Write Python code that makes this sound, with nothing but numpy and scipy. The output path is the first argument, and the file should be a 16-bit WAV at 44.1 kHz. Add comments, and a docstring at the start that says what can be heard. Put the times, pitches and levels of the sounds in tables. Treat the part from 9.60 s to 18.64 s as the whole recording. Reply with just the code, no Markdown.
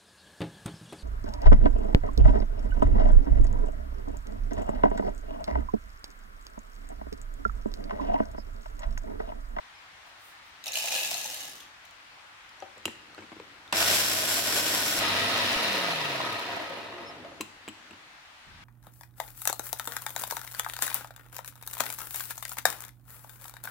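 """Nuts in a small chopper

Roasted nuts slide from a steel bowl into a plastic cup: random blows ring resonances of bowl and cup.
The lid clicks on; blows on the closed cup grind coarse, then, after a jump in time, fine, over shaft
tone and mains buzz, and coast to a stop; the lid clicks off. Rough contacts make the clicks, swept sines
a bird's peeps, shaped noise the open kitchen's hiss and rumble. Two microphones a hand apart."""
import sys
import numpy as np
from scipy import signal
from scipy.io import wavfile
from scipy.ndimage import uniform_filter1d

SR = 44100
rng = np.random.default_rng(int(sys.argv[2]) if len(sys.argv) > 2 else 0)


def ratio_of_db(decibels):
    """Turn decibels (scalar or array-like) into linear amplitude factors; 0 dB maps to 1."""
    return 10 ** (np.asarray(decibels, float) / 20)


def store_pcm(level_fs):
    """Save levels as 16-bit WAV."""
    pcm = np.round(np.clip(level_fs, -1, 1) * 32767).astype(np.int16)
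    wavfile.write(sys.argv[1], SR, np.atleast_2d(pcm).T)


N = 398663
T = np.arange(N) / SR
ON_S, CRUMBS_S, OFF_S = 4.13, 5.43, 5.95  # switch on, after a jump in time the nuts are crumbs, switch off
TOP_HZ = 252  # shaft turns a second that the spin-up tends to


# Blade among whole nuts: t/s, cup body relative level/dB, crack relative level/dB
WHOLE_STREAM = [(4.125, -26, -51), (4.165, -35.5, -33), (4.2, -26.5, -29), (4.25, -35.5, -33),
                (4.31, -30.5, -29.5), (4.366, -32, -28), (4.385, -34.5, -30.5), (4.62, -36.5, -33),
                (4.72, -36, -31), (4.86, -36.5, -33), (4.9, -36.5, -34), (5.18, -34.5, -33.5),
                (5.225, -36, -35), (5.3, -36, -33), (5.397, -35.5, -36.5)]
# Broad colour of whole nuts in the cup: f/Hz, relative level/dB per Hz
WHOLE_BED = [(35, -49), (60, -28), (91, -27), (130, -16), (469, -7), (651, -0.5), (803, -7), (5460, 0),
             (12700, -5.5), (16000, -6)]
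# Resonances of the closed cup: f/Hz, width/Hz, relative level/dB
WHOLE_RINGS = [(347, 94, -7), (664, 90, -8), (995, 32, -4), (1500, 135, -3.5), (1853, 41, -3),
               (2380, 82, -8), (3580, 1900, -8), (5480, 660, 0.5), (7470, 520, 2), (9490, 190, -20),
               (11660, 4200, -2.5)]
# Blade among crumbs, slowing after switch-off: t/s, cup body relative level/dB, crack relative level/dB
CRUMB_STREAM = [(5.398, -36.5, -34), (6.0, -36, -34.5), (6.35, -37.5, -39.5), (6.9, -40, -48),
                (7.152, -43, -53.5), (7.45, -46.5, -61), (7.7, -54, -71), (7.8, -60, -85)]
# Broad colour of crumbs in the cup: f/Hz, relative level/dB per Hz
CRUMB_BED = [(35, -46), (60, -42), (96, -2.5), (130, -9.5), (198, -5.5), (469, -5), (666, -6), (1440, -5),
             (1780, -2.5), (4120, -1), (8320, -15.5), (10300, -16.5), (16000, -18.5)]
# Resonances of the cup lined with crumbs: f/Hz, width/Hz, relative level/dB
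CRUMB_RINGS = [(318, 78, -6.5), (560, 85, -4.5), (658, 65, -1.5), (701, 58, -1), (915, 38, -1.5),
               (985, 110, -3.5), (1258, 93, -4), (1806, 110, -3.5), (1945, 60, 2.5), (2420, 290, -4.5),
               (2760, 650, -3), (3676, 250, -0.5), (4100, 140, -0.5), (5000, 210, -3), (5500, 250, -7),
               (10500, 1400, -16.5)]
# Hard fragments that crack on blade and wall: t/s, relative peak level/dB, favoured ring f/Hz
CHIPS = [(4.2044, -14, 4940), (4.2814, -15, 5430), (4.3334, -18, 5710), (4.3514, -14, 5540),
         (4.7434, -19, 1820), (4.9044, -15, 5230), (5.0194, -26, 5710), (5.0814, -19, 3690),
         (5.2804, -19, 5200), (5.5994, -26, 1770), (5.7794, -24, 1830), (5.9294, -24, 1760),
         (6.0317, -26, 2070), (6.1304, -27, 3120), (6.1814, -27, 2540), (6.7294, -31, 2950),
         (6.7954, -31, 2300), (6.9651, -37, 2200), (7.0984, -42, 2340), (7.1831, -45, 1560)]


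def grind():
    """Pieces flung at the wall; crumbs come in clumps with each sweep of the slowing blade."""
    pieces = impacts(2200, spread_db=1.6, lag=11, skid_ms=3) * clumps(40, depth_db=1.5)
    pieces = struck(pieces, WHOLE_STREAM, WHOLE_BED, WHOLE_RINGS, bed_db=-3.0, vary_db=0.5)

    speed = shaft_hz() / TOP_HZ
    sweeps = ratio_of_db(0.6 * np.cos(2 * np.pi * np.cumsum(34 * speed) / SR))  # geared-down blade passes
    crumbs = impacts(700 + 2000 * speed, spread_db=1.0, lag=11, skid_ms=3)
    crumbs = crumbs * sweeps / np.sqrt(0.16 + speed)
    crumbs = struck(crumbs, CRUMB_STREAM, CRUMB_BED, CRUMB_RINGS, bed_db=-0.5, vary_db=4)
    low, upper = split(crumbs, 800)
    # coasting crumbs lose their upper body by 6 dB a second
    crumbs = low + upper * ratio_of_db(-6 * np.maximum(T - OFF_S - .8, 0))

    chips = singles(CHIPS, WHOLE_BED, WHOLE_RINGS, bed_db=-1.0, skid_s=0.00095, alike=0.54)
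    coarse = stream(WHOLE_STREAM, pieces, split_hz=2400)
    return chips + coarse + stream(CRUMB_STREAM, crumbs, split_hz=1640)


# Low groan that falls with the slowing shaft: start t/s, length/s, relative top level/dB
GROAN = [(7.25, 0.24, -48)]
# Mains buzz: f/Hz, rms level/dB ahead of the swells
HUM = [(50, -66), (100, -53.5), (200, -58.5)]
# The buzz swells after switch-on and again around the jump in time: t/s, extra level/dB
BUZZ_SWELLS = [(4.14, 7), (5.37, 10)]
# Low jolts, one at the jump in time, one at switch-off: start t/s, length/s, top level/dB
JOLTS = [(5.385, .016, -44), (5.957, .016, -38)]


def motor():
    """Sines locked to the unbalanced shaft, mains buzz while switched on, and low jolts."""
    hz = shaft_hz()
    waver = 0.008 * evened(np.log(clumps(30, depth_db=1)))  # rms share of the shaft speed
    turn = 2 * np.pi * np.cumsum(hz * (1 + waver)) / SR

    level_db = -60.5 + 11.5 * np.clip((T - CRUMBS_S) / .05, 0, 1)  # louder on crumbs
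    level_db = level_db - 0.4 * np.maximum(135 - hz, 0)  # the tone dies as the shaft slows below 135 Hz
    level_db = level_db + 2.5 / (1 + ((hz - 214) / 30) ** 2)  # the stand resonates as the shaft passes
    unbalance = ratio_of_db(level_db) * np.sin(turn)
    groan_phase = 5.3 * turn + 1.5 * np.log(clumps(30, depth_db=6))  # multiple of the shaft, roughened
    groan = swells(GROAN) * np.sin(groan_phase)
    shaft = clumps(35, depth_db=1.0) * np.sqrt(2) * (unbalance + groan)

    on = np.clip(np.minimum(T - ON_S, OFF_S - T) / 0.011, 0, 1)
    on = on * ratio_of_db(bumps(BUZZ_SWELLS, rise_s=0.15, fall_s=0.13))
    buzz = on * np.sqrt(2) * sum(ratio_of_db(db) * np.sin(2 * np.pi * f * T) for f, db in HUM)
    return shaft + buzz + swells(JOLTS)


def shaft_hz():
    """Turns a second: exponential spin-up after the switch, then a quick small loss and a long coast."""
    spin_up = 1 - np.exp(-np.maximum(T - ON_S, 0) / .17)
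    off_s = np.maximum(T - OFF_S, 0)
    brake = 0.1  # share of the speed lost quickly
    coast = brake * np.exp(-off_s / .08) + (1 - brake) * np.exp(-off_s / 1.18)
    return TOP_HZ * spin_up * coast


# Pouring stream: t/s, thud on plastic relative level/dB, ring and crack relative level/dB
POUR_STREAM = [(1.03, -83, -68), (1.066, -60, -52), (1.085, -54, -41), (1.11, -48, -70), (1.135, -58, -35),
               (1.15, -46, -43), (1.172, -48, -35), (1.225, -52, -38), (1.35, -43.5, -36),
               (1.5, -50, -37.5), (1.88, -54, -46), (2.03, -75, -60), (2.1, -79, -94)]
# Broad colour of the pour: f/Hz, relative level/dB per Hz
POUR_BED = [(88, -50), (150, -27), (414, -30), (494, -15.5), (821, -16), (1390, -20), (2810, -2.5),
            (3160, -4), (6390, -7.5), (12700, -7), (16000, -13.5)]
# Resonances of steel bowl and empty cup: f/Hz, width/Hz, relative level/dB
POUR_RINGS = [(525, 32, -9.5), (641, 54, -8.5), (764, 110, -10.5), (860, 38, -6.5), (1698, 81, -7.5),
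              (2000, 84, -13), (2450, 60, -0.5), (2640, 44, 2.5), (2880, 39, 2.5), (3750, 70, -0.5),
              (4170, 79, -2.5), (4640, 70, -6), (5400, 270, -5), (6120, 90, -1), (6530, 130, -1.5),
              (7200, 86, -1.5), (7440, 80, -4)]
# Nuts that land louder than the stream: t/s, relative peak level/dB, favoured ring f/Hz
NUTS = [(1.04, -29.5, 3870), (1.0588, -27.5, 2760), (1.067, -25, 3800), (1.0801, -23.5, 5520),
        (1.12, -24, 6850), (1.1331, -25, 4280), (1.1553, -15, 2880), (1.171, -19.5, 2950),
        (1.185, -22, 5500), (1.2219, -31, 5190), (1.2458, -28, 3750), (1.258, -23, 6960),
        (1.285, -22, 2450), (1.3316, -26, 5630), (1.3442, -23, 2620), (1.391, -24, 2800),
        (1.455, -29, 2630), (1.474, -26, 7500), (1.5422, -21.5, 4230), (1.593, -32, 6250),
        (1.612, -32, 6250), (1.6434, -23, 6350), (1.678, -37, 6300), (1.7442, -30, 11200),
        (1.7736, -39, 4140), (1.8051, -39, 2640), (1.8435, -36, 6250), (1.895, -40, 10500),
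        (2.0045, -36, 3480), (2.2515, -41, 2960), (2.3094, -46, 3040)]
# The steel bowl rings freely as it empties: start t/s, length/s, relative top level/dB
BOWL_RING = [(1.47, 0.31, -47.5)]


def pour():
    """A stream of nuts on steel and plastic, with louder ones standing out."""
    falling = impacts(700, spread_db=2.6, lag=11, skid_ms=2.5) * clumps(90, depth_db=1.3)
    many = struck(falling, POUR_STREAM, POUR_BED, POUR_RINGS, bed_db=-4.0, vary_db=3.0, count=20)

    # from 1.4 s the heap of nuts buries these rings of the empty cup, by 25 dB a second
    buried_band = signal.butter(1, (2300, 2740), "band", fs=SR, output="sos")
    buried = signal.sosfiltfilt(buried_band, many)
    many = many - buried * (1 - ratio_of_db(-25 * np.maximum(T - 1.4, 0)))

    bowl_hz, bowl_width_hz = 6240, 110
    bowl = evened(signal.lfilter(*signal.iirpeak(bowl_hz, bowl_hz / bowl_width_hz, fs=SR), falling))
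    loud_nuts = singles(NUTS, POUR_BED, POUR_RINGS, bed_db=-8.0, skid_s=0.0027, alike=.6)
    return swells(BOWL_RING) * bowl + stream(POUR_STREAM, many, split_hz=1630) + loud_nuts


# Handfuls of nuts, the lid and large tumbling pieces: t/s, relative peak level/dB, favoured ring f/Hz
THUDS = [(1.068, -38, 780), (1.171, -39, 684), (1.242, -32.5, 680), (1.324, -37, 810), (1.339, -33, 829),
         (1.39, -43, 824), (1.418, -34.5, 813), (1.516, -33, 710), (1.547, -33.5, 705), (1.653, -39, 860),
         (3.023, -29.5, 770), (4.204, -37, 708), (4.301, -26.5, 664), (4.633, -28, 624), (4.884, -30, 588),
         (5.419, -27.5, 685), (5.78, -28, 544), (6.021, -31, 950), (6.284, -25.5, 705), (6.548, -24.5, 673),
         (6.602, -23.5, 1020), (6.759, -32, 960), (6.891, -30, 686), (6.969, -29.5, 710), (6.999, -28, 616),
         (7.106, -28.5, 542), (7.185, -38, 690), (7.383, -41, 664), (7.648, -35.5, 681), (7.719, -41, 544)]
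# Broad colour of the cup: f/Hz, relative level/dB per Hz
CUP_BED = [(150, -41), (400, -27.5), (800, -10.5), (1500, -22.5), (4000, -32), (16000, -70)]
# Low rings of the cup: f/Hz, width/Hz, relative level/dB
CUP_RINGS = [(371, 25, -6.5), (560, 50, -4), (645, 85, -1), (785, 52, -9.5), (865, 36, -12), (978, 46, -8)]


def thuds():
    """Soft contacts, mostly alike at both microphones, ring the low resonances of the cup."""
    return singles(THUDS, CUP_BED, CUP_RINGS, bed_db=1.0, skid_s=0.0023, alike=1.9)


# Knocks of lid, switch and fingers: t/s, ring relative level/dB, contact decay/ms, thump f/Hz,
# thump level over ring/dB, favoured ring f/Hz, treble snap level/dB
KNOCKS = [(2.893, -42.5, 1, 504, -20, 5000, 10), (3.003, -40, 1, 500, -20, 5900, 14),
          (3.025, -42.5, 8.5, 587, 4, 1200, -23), (3.172, -46.5, 6.2, 504, 2, 560, -20),
          (3.181, -40.5, 1, 480, -4, 7500, 17), (3.255, -13, 3, 335, -12, 2860, 5.5),
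          (3.279, -27, 5.1, 324, 1, 1860, -10), (3.547, -39, 1, 1250, -5, 4200, 5),
          (3.579, -31, 8.3, 334, -14, 1550, -36), (3.589, -36, 5.1, 330, 0, 2200, -27),
          (3.608, -45, 1, 318, 1, 5800, 4), (3.622, -38.5, 9, 297, -1, 2200, -27),
          (3.635, -45, 7.4, 327, 5, 1300, -25), (3.719, -33, 8.9, 277, -1, 1500, -31),
          (3.726, -39, 3, 800, -8, 2200, -25), (3.766, -44, 3.9, 295, 8, 1020, -25),
          (3.7998, -32.5, 1.5, 505, -3, 2480, -27), (4.077, -46, 2.7, 3530, 4.5, 3500, -5),
          (4.126, -15, 2.1, 332, -14, 2700, -1), (4.169, -17, 3.8, 600, -17, 5160, 15),
          (7.6, -43, 4.9, 220, 12, 800, -25), (7.805, -38, 6, 317, 14, 800, -29),
          (7.809, -18.5, 5.8, 1040, -13, 2620, 26), (8.009, -51, 3, 1660, -3, 1740, -23),
          (8.079, -26, 2.1, 262, -0.5, 1470, -15), (8.085, -25.5, 5.2, 300, -2.5, 3000, 2),
          (8.309, -36, 3.8, 323, 1, 2740, -12), (8.332, -40, 4, 280, 0, 2770, -15)]
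# Resonances of the damped lid: f/Hz, width/Hz, relative level/dB
LID_RINGS = [(335, 60, 7), (880, 110, 0), (990, 90, 1), (1300, 110, -3), (1550, 93, -11), (1760, 130, -7),
             (2200, 120, -4), (2620, 140, 6), (2870, 120, -3), (3100, 110, 2), (4060, 210, 4),
             (5000, 300, -5), (6030, 200, -4), (7200, 400, 4), (7800, 390, 4), (9640, 520, -5)]
# Broad colour of lid and cup: f/Hz, relative level/dB per Hz
LID_BED = [(88, -31), (150, 10.5), (941, 3), (1500, -5), (2870, 0), (4580, -13), (7770, -12), (8400, -12),
           (16000, -17)]
# The counter booms on after each thump: f/Hz, level under the thump/dB, t60/s
COUNTER = [(99.5, -25.5, 0.32), (216.8, -19, 0.16), (318, -19, 0.16), (392, -16, 0.068)]


def knocks():
    """A short rough contact rings the damped lid, thumps the hollow cup and sets the counter booming."""
    out, t, pushes = np.zeros((2, N + 4000)), T[:4000], np.zeros(N)
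    roughs = rng.standard_normal((len(KNOCKS), 3, 1500))
    for (s, db, ms, thump_hz, thump_db, ring_hz, snap_db), rough in zip(KNOCKS, roughs):
        rings = LID_RINGS + [(ring_hz, ring_hz / 10, 14)]
        dull, snap = split(body(LID_BED, rings, bed_db=2), 2300)
        contact = (rough[:2] + 1.1 * rough[2]) * np.exp(-t[:1500] * 1000 / max(ms, .5))
        contact[:, 0] = 8  # the first sample of a contact is the hardest
        ring = signal.fftconvolve(contact, (dull + ratio_of_db(snap_db) * snap)[None], axes=1)[:, :4000]

        start = round(s * SR)
        pushes[start] = ratio_of_db(db + max(thump_db, -8))
        hollow = ratio_of_db(-60 * t / .02) * np.sin(2 * np.pi * thump_hz * t)
        thump = np.convolve(contact.mean(0), hollow)[:4000]
        knock = ring / abs(ring).max() + ratio_of_db(thump_db) * thump / abs(thump).max()
        out[:, start:][:, :4000] += ratio_of_db(db) * knock

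    t = T[:SR // 2]
    boom = sum(ratio_of_db(db - 60 * t / t60) * np.sin(2 * np.pi * hz * t) for hz, db, t60 in COUNTER)
    boom = boom * np.minimum(t / 0.0059, 1)
    booms = signal.oaconvolve(pushes, boom)[:N]
    return (split(out[:, :N], 380)[1] + booms) * ratio_of_db([[1.1], [-1.1]])


# Nuts shifting in the carried steel bowl: start t/s, length/s, relative top level/dB
RUSTLE = [(0.44, 0.08, -70), (0.55, 0.23, -63), (0.82, 0.1, -69), (0.95, 0.1, -78)]


def rustle():
    """Tiny bright scrapes of nut on steel: dense blows through a treble band."""
    scrape = signal.butter(2, [7000, 16000], "band", fs=SR, output="sos")
    blows = impacts(4000, spread_db=0.0, lag=11, skid_ms=2.4)
    return swells(RUSTLE) * evened(signal.sosfilt(scrape, blows))


# Bird peeps: start t/s, length/s, f/Hz, rise/Hz, last drop/Hz, relative top level/dB
PEEPS = [(0.148, 0.018, 5000, 300, 0, -64), (0.179, 0.016, 5090, 20, 0, -63),
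         (7.457, 0.056, 5200, 250, 700, -52)]


def bird():
    """Short whistles that rise a little and may drop at the end, with a faint octave."""
    out = np.zeros(N)
    for s, length, hz, rise_hz, drop_hz, db in PEEPS:
        u = np.clip((T - s) / length, 0, 1)
        turn = 2 * np.pi * np.cumsum(hz + rise_hz * u - drop_hz * u ** 9) / SR
        swell = np.sqrt(2 * np.sin(np.pi * u) + 1e-12)
        out += ratio_of_db(db) * swell * (np.sin(turn) + ratio_of_db(-21) * np.sin(2 * turn))
    return out * ratio_of_db([[1.5], [-1.5]])


# Reverberation of the kitchen: f/Hz, t60/s
KITCHEN = [(200, 0.39), (1000, 0.35), (4000, 0.53), (12000, 0.31)]


def kitchen(x):
    """Sparse reflections of random sign, each band dying at its own speed."""
    taps = np.zeros((2, SR // 2))
    # one reflection in every 20 samples
    at = np.arange(200, SR // 2 - 20, 20) + rng.integers(0, 20, (2, (SR // 2 - 201) // 20))
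    np.put_along_axis(taps, at, rng.choice([-1., 1.], at.shape), 1)
    hz, t, z = signal.stft(taps, SR, nperseg=256)
    decay = ratio_of_db(-60 * t / read(KITCHEN, hz)[:, None])
    tail = signal.istft(z * decay, SR, nperseg=256)[1]
    return signal.fftconvolve(x, tail / np.linalg.norm(tail[0]), axes=1)[:, :N]


# Colour of the open kitchen's hiss: f/Hz, relative level/dB per Hz
AIR = [(15, -44), (25, -26), (102, 1), (149, -22), (394, -31), (516, -8.5), (796, 1), (1890, 2.5),
       (4030, -5), (14800, -29), (16000, -28)]
# Left-right likeness of the hiss: f/Hz, correlation
SAME = [(60, 0.87), (240, 1), (950, 0.052), (3770, -0.12), (15000, -0.16)]


def air():
    """Diffuse hiss with drifting patches, alike at both microphones only in the bass."""
    hz = np.fft.rfftfreq(1024, 1 / SR)
    a, b, c, d, patches = rng.standard_normal((N // 256 + 5, 513, 5)).T
    patches = evened(uniform_filter1d(uniform_filter1d(patches, 12, 0), 20, 1))
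    same = np.clip(read(SAME, hz), -1, 1)[:, None]
    left = a + 1j * b
    right = same * left + np.sqrt(1 - same ** 2) * (c + 1j * d)
    z = np.array([left, right]) * ratio_of_db(read(AIR, hz)[:, None] + 0.9 * patches)
    hiss = signal.istft(z, nperseg=1024, noverlap=768)[1][:, :N]
    return ratio_of_db(-51.5) * evened(hiss) * ratio_of_db([[1.1], [-1.1]])


# The counter rumbles under pouring and hands: start t/s, length/s, relative top level/dB
RUMBLE = [(0.9, 1.1, -63), (1.7, 0.47, -66.5), (2.9, 1.53, -65), (7.2, 0.85, -56), (7.8, 0.87, -69)]


def rumble():
    """Low noise with a boom near 300 Hz: far traffic, hands, and the counter shaken by the shaft."""
    shake = ratio_of_db(-46) * (shaft_hz() / TOP_HZ) ** 2.3
    level = ratio_of_db(-72) + swells(RUMBLE) + shake
    deep = ratio_of_db(-79) * lumpy(28, 58)  # deep part of the traffic
    return level * (lumpy(106, 560) + ratio_of_db(-6.0) * lumpy(285.0, 313.0)) + deep


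def wind():
    """Air moving over the microphones near the end: low pressure lumps that fade by 14 dB a second."""
    since_s = T - 8.862
    gust = np.clip(since_s / 0.0094, 0, 1) * ratio_of_db(-55.5 - 14 * np.maximum(since_s, 0))
    return gust * lumpy(26, 160)


def impacts(per_s, spread_db, lag, skid_ms):
    """Random blows with two small rebounds, each blow up to lag samples apart at the microphones."""
    u = rng.random((N, 6))
    at = np.flatnonzero(u[:, 0] < per_s / SR)
    size = ratio_of_db(spread_db * np.minimum(-np.log(1 - u[at, 1]), 3.2)) * np.sign(u[at, 2] - .5)
    late = np.round(lag * (u[at, 3] - .5)).astype(int)
    rebound = (u[at, 4:] * skid_ms * SR / 1000).astype(int).T
    at = np.r_[at, at + rebound[0], at + rebound[1]]
    late = np.tile(late, 3)
    size = np.r_[size, .7 * size, -.6 * size]
    return np.array([np.bincount(np.clip(at + side * late, 0, N - 1), size, N) for side in (1, -1)])


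def body(bed, rings, bed_db):
    """Causal (minimum-phase) response of a broad bed with resonances standing on it."""
    hz = np.abs(np.fft.fftfreq(8192, 1 / SR))
    power = ratio_of_db(2 * (read(bed, hz) + bed_db))
    power = power + sum(ratio_of_db(2 * db) / (1 + (2 * (hz - f) / w) ** 2) ** 2 for f, w, db in rings)
    log_gain = np.log(power + 1e-10) / 2
    return np.fft.ifft(np.exp(log_gain - 1j * signal.hilbert(log_gain).imag)).real[:4096]


def struck(blows, rows, bed, rings, bed_db, vary_db, count=16):
    """Blows land on one of a few spots, changing every few ms; each spot favours other resonances."""
    spot = np.repeat(rng.integers(0, count, N // 256 + 1), 256)[:N]
    out = np.zeros((2, N))
    on = slice(round(rows[0][0] * SR), round(rows[-1][0] * SR))  # while the table runs
    for k, chance in enumerate(rng.standard_normal((count, len(rings), 2))):
        here = [(f * (1 + 0.012 * a), w, db + vary_db * b) for (f, w, db), (a, b) in zip(rings, chance)]
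        response = body(bed, here, bed_db)
        response = response[None] / np.linalg.norm(response)
        here_blows = blows[:, on] * (spot[on] == k)
        out[:, on] += signal.oaconvolve(here_blows, response, axes=1)[:, :on.stop - on.start]
    return out


def stream(rows, x, split_hz):
    """The low thud and the high crack of a stream of blows follow their own strength."""
    low_db, high_db, gate = curves(rows)
    low, high = split(x, split_hz)
    low = low / low[:, gate > 0].std()
    high = high / high[:, gate > 0].std()
    return gate * (ratio_of_db(low_db) * low + ratio_of_db(high_db) * high)


def singles(rows, bed, rings, bed_db, skid_s, alike):
    """Separate louder blows: a decaying scrap of noise rings the body, each favouring its own note."""
    loud = np.zeros((2, N))
    for (s, db, hz), skid in zip(rows, rng.standard_normal((len(rows), 3, 300))):
        response = body(bed, rings + [(hz, hz / 9, 3.5)], bed_db)
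        contact = (skid[:2] + alike * skid[2]) * np.exp(-T[:300] / skid_s)
        click = signal.fftconvolve(contact, response[None, :2048], axes=1)
        loud[:, round(s * SR):][:, :click.shape[1]] += ratio_of_db(db) * click / abs(click).max()
    return loud


def lumpy(low_hz, top_hz):
    """Low noise, mostly alike at both microphones."""
    noise = rng.standard_normal(N) + 0.54 * rng.standard_normal((2, N))
    band = signal.butter(2, [low_hz, top_hz], "band", fs=SR, output="sos")
    return evened(signal.sosfilt(band, noise))


def clumps(per_s, depth_db):
    """Chance wandering of a gain, with per_s random knots a second."""
    knots = rng.standard_normal(round(N / SR * per_s) + 2)
    return ratio_of_db(depth_db * np.interp(T * per_s, np.arange(len(knots)), knots))


def swells(rows):
    """Sum of smooth rises and falls."""
    return sum(ratio_of_db(db) * np.sin(np.pi * np.clip((T - s) / length, 0, 1)) ** 2 for s, length, db in rows)


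def bumps(rows, rise_s, fall_s):
    """Extra dB that rise from each time and die away."""
    out = 0
    for s, db in rows:
        fall = np.exp(-np.maximum(T - s - rise_s, 0) / fall_s)
        out = out + db * np.clip((T - s) / rise_s, 0, 1) * fall
    return out


def curves(rows, fade_s=0.00049):
    """Columns over the whole time, and a gate that is open while the table runs."""
    s, *columns = np.transpose(rows)
    gate = np.clip(np.minimum(T - s[0], s[-1] - T) / fade_s, 0, 1)
    return [np.interp(T, s, c) for c in columns] + [gate]


def split(x, hz):
    """Low and high part, the high one inverted so that the two join without a gap."""
    low, high = (signal.butter(2, hz, kind, fs=SR, output="sos") for kind in ("low", "high"))
    return signal.sosfilt(low, x), -signal.sosfilt(high, x)


def evened(x):
    """Scales to an rms of one."""
    return x / np.sqrt(np.mean(x ** 2) + 1e-20)


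def read(points, hz):
    """Reads a curve of (f/Hz, value) along a logarithmic frequency axis."""
    f, value = np.transpose(points)
    return np.interp(np.log(hz + 1), np.log(f + 1), value)


def scene():
    """Counter sounds with their echo, over the kitchen air."""
    near = split(pour() + grind() + rustle() + thuds(), 39)[1] * ratio_of_db([[.3], [-.3]])
    taps = knocks()
    echo = kitchen(ratio_of_db(-3) * near + ratio_of_db(-11) * taps)
    background = split(air(), 37)[1] + bird() + rumble() + wind()
    return ratio_of_db(2.0) * near + taps + echo + motor() + background


def roll_off(x):
    """The treble ends steeply here."""
    return signal.sosfilt(signal.butter(12, 16850, fs=SR, output="sos"), x)


def record(dry):
    """Limits the band to about 16 kHz with a linear-phase low-pass."""
    low_pass = signal.firwin(255, 16050, fs=SR)
    mix = signal.oaconvolve(dry, low_pass[None], "same")
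    return roll_off(mix)


dry = scene()
out = record(dry)
store_pcm(out)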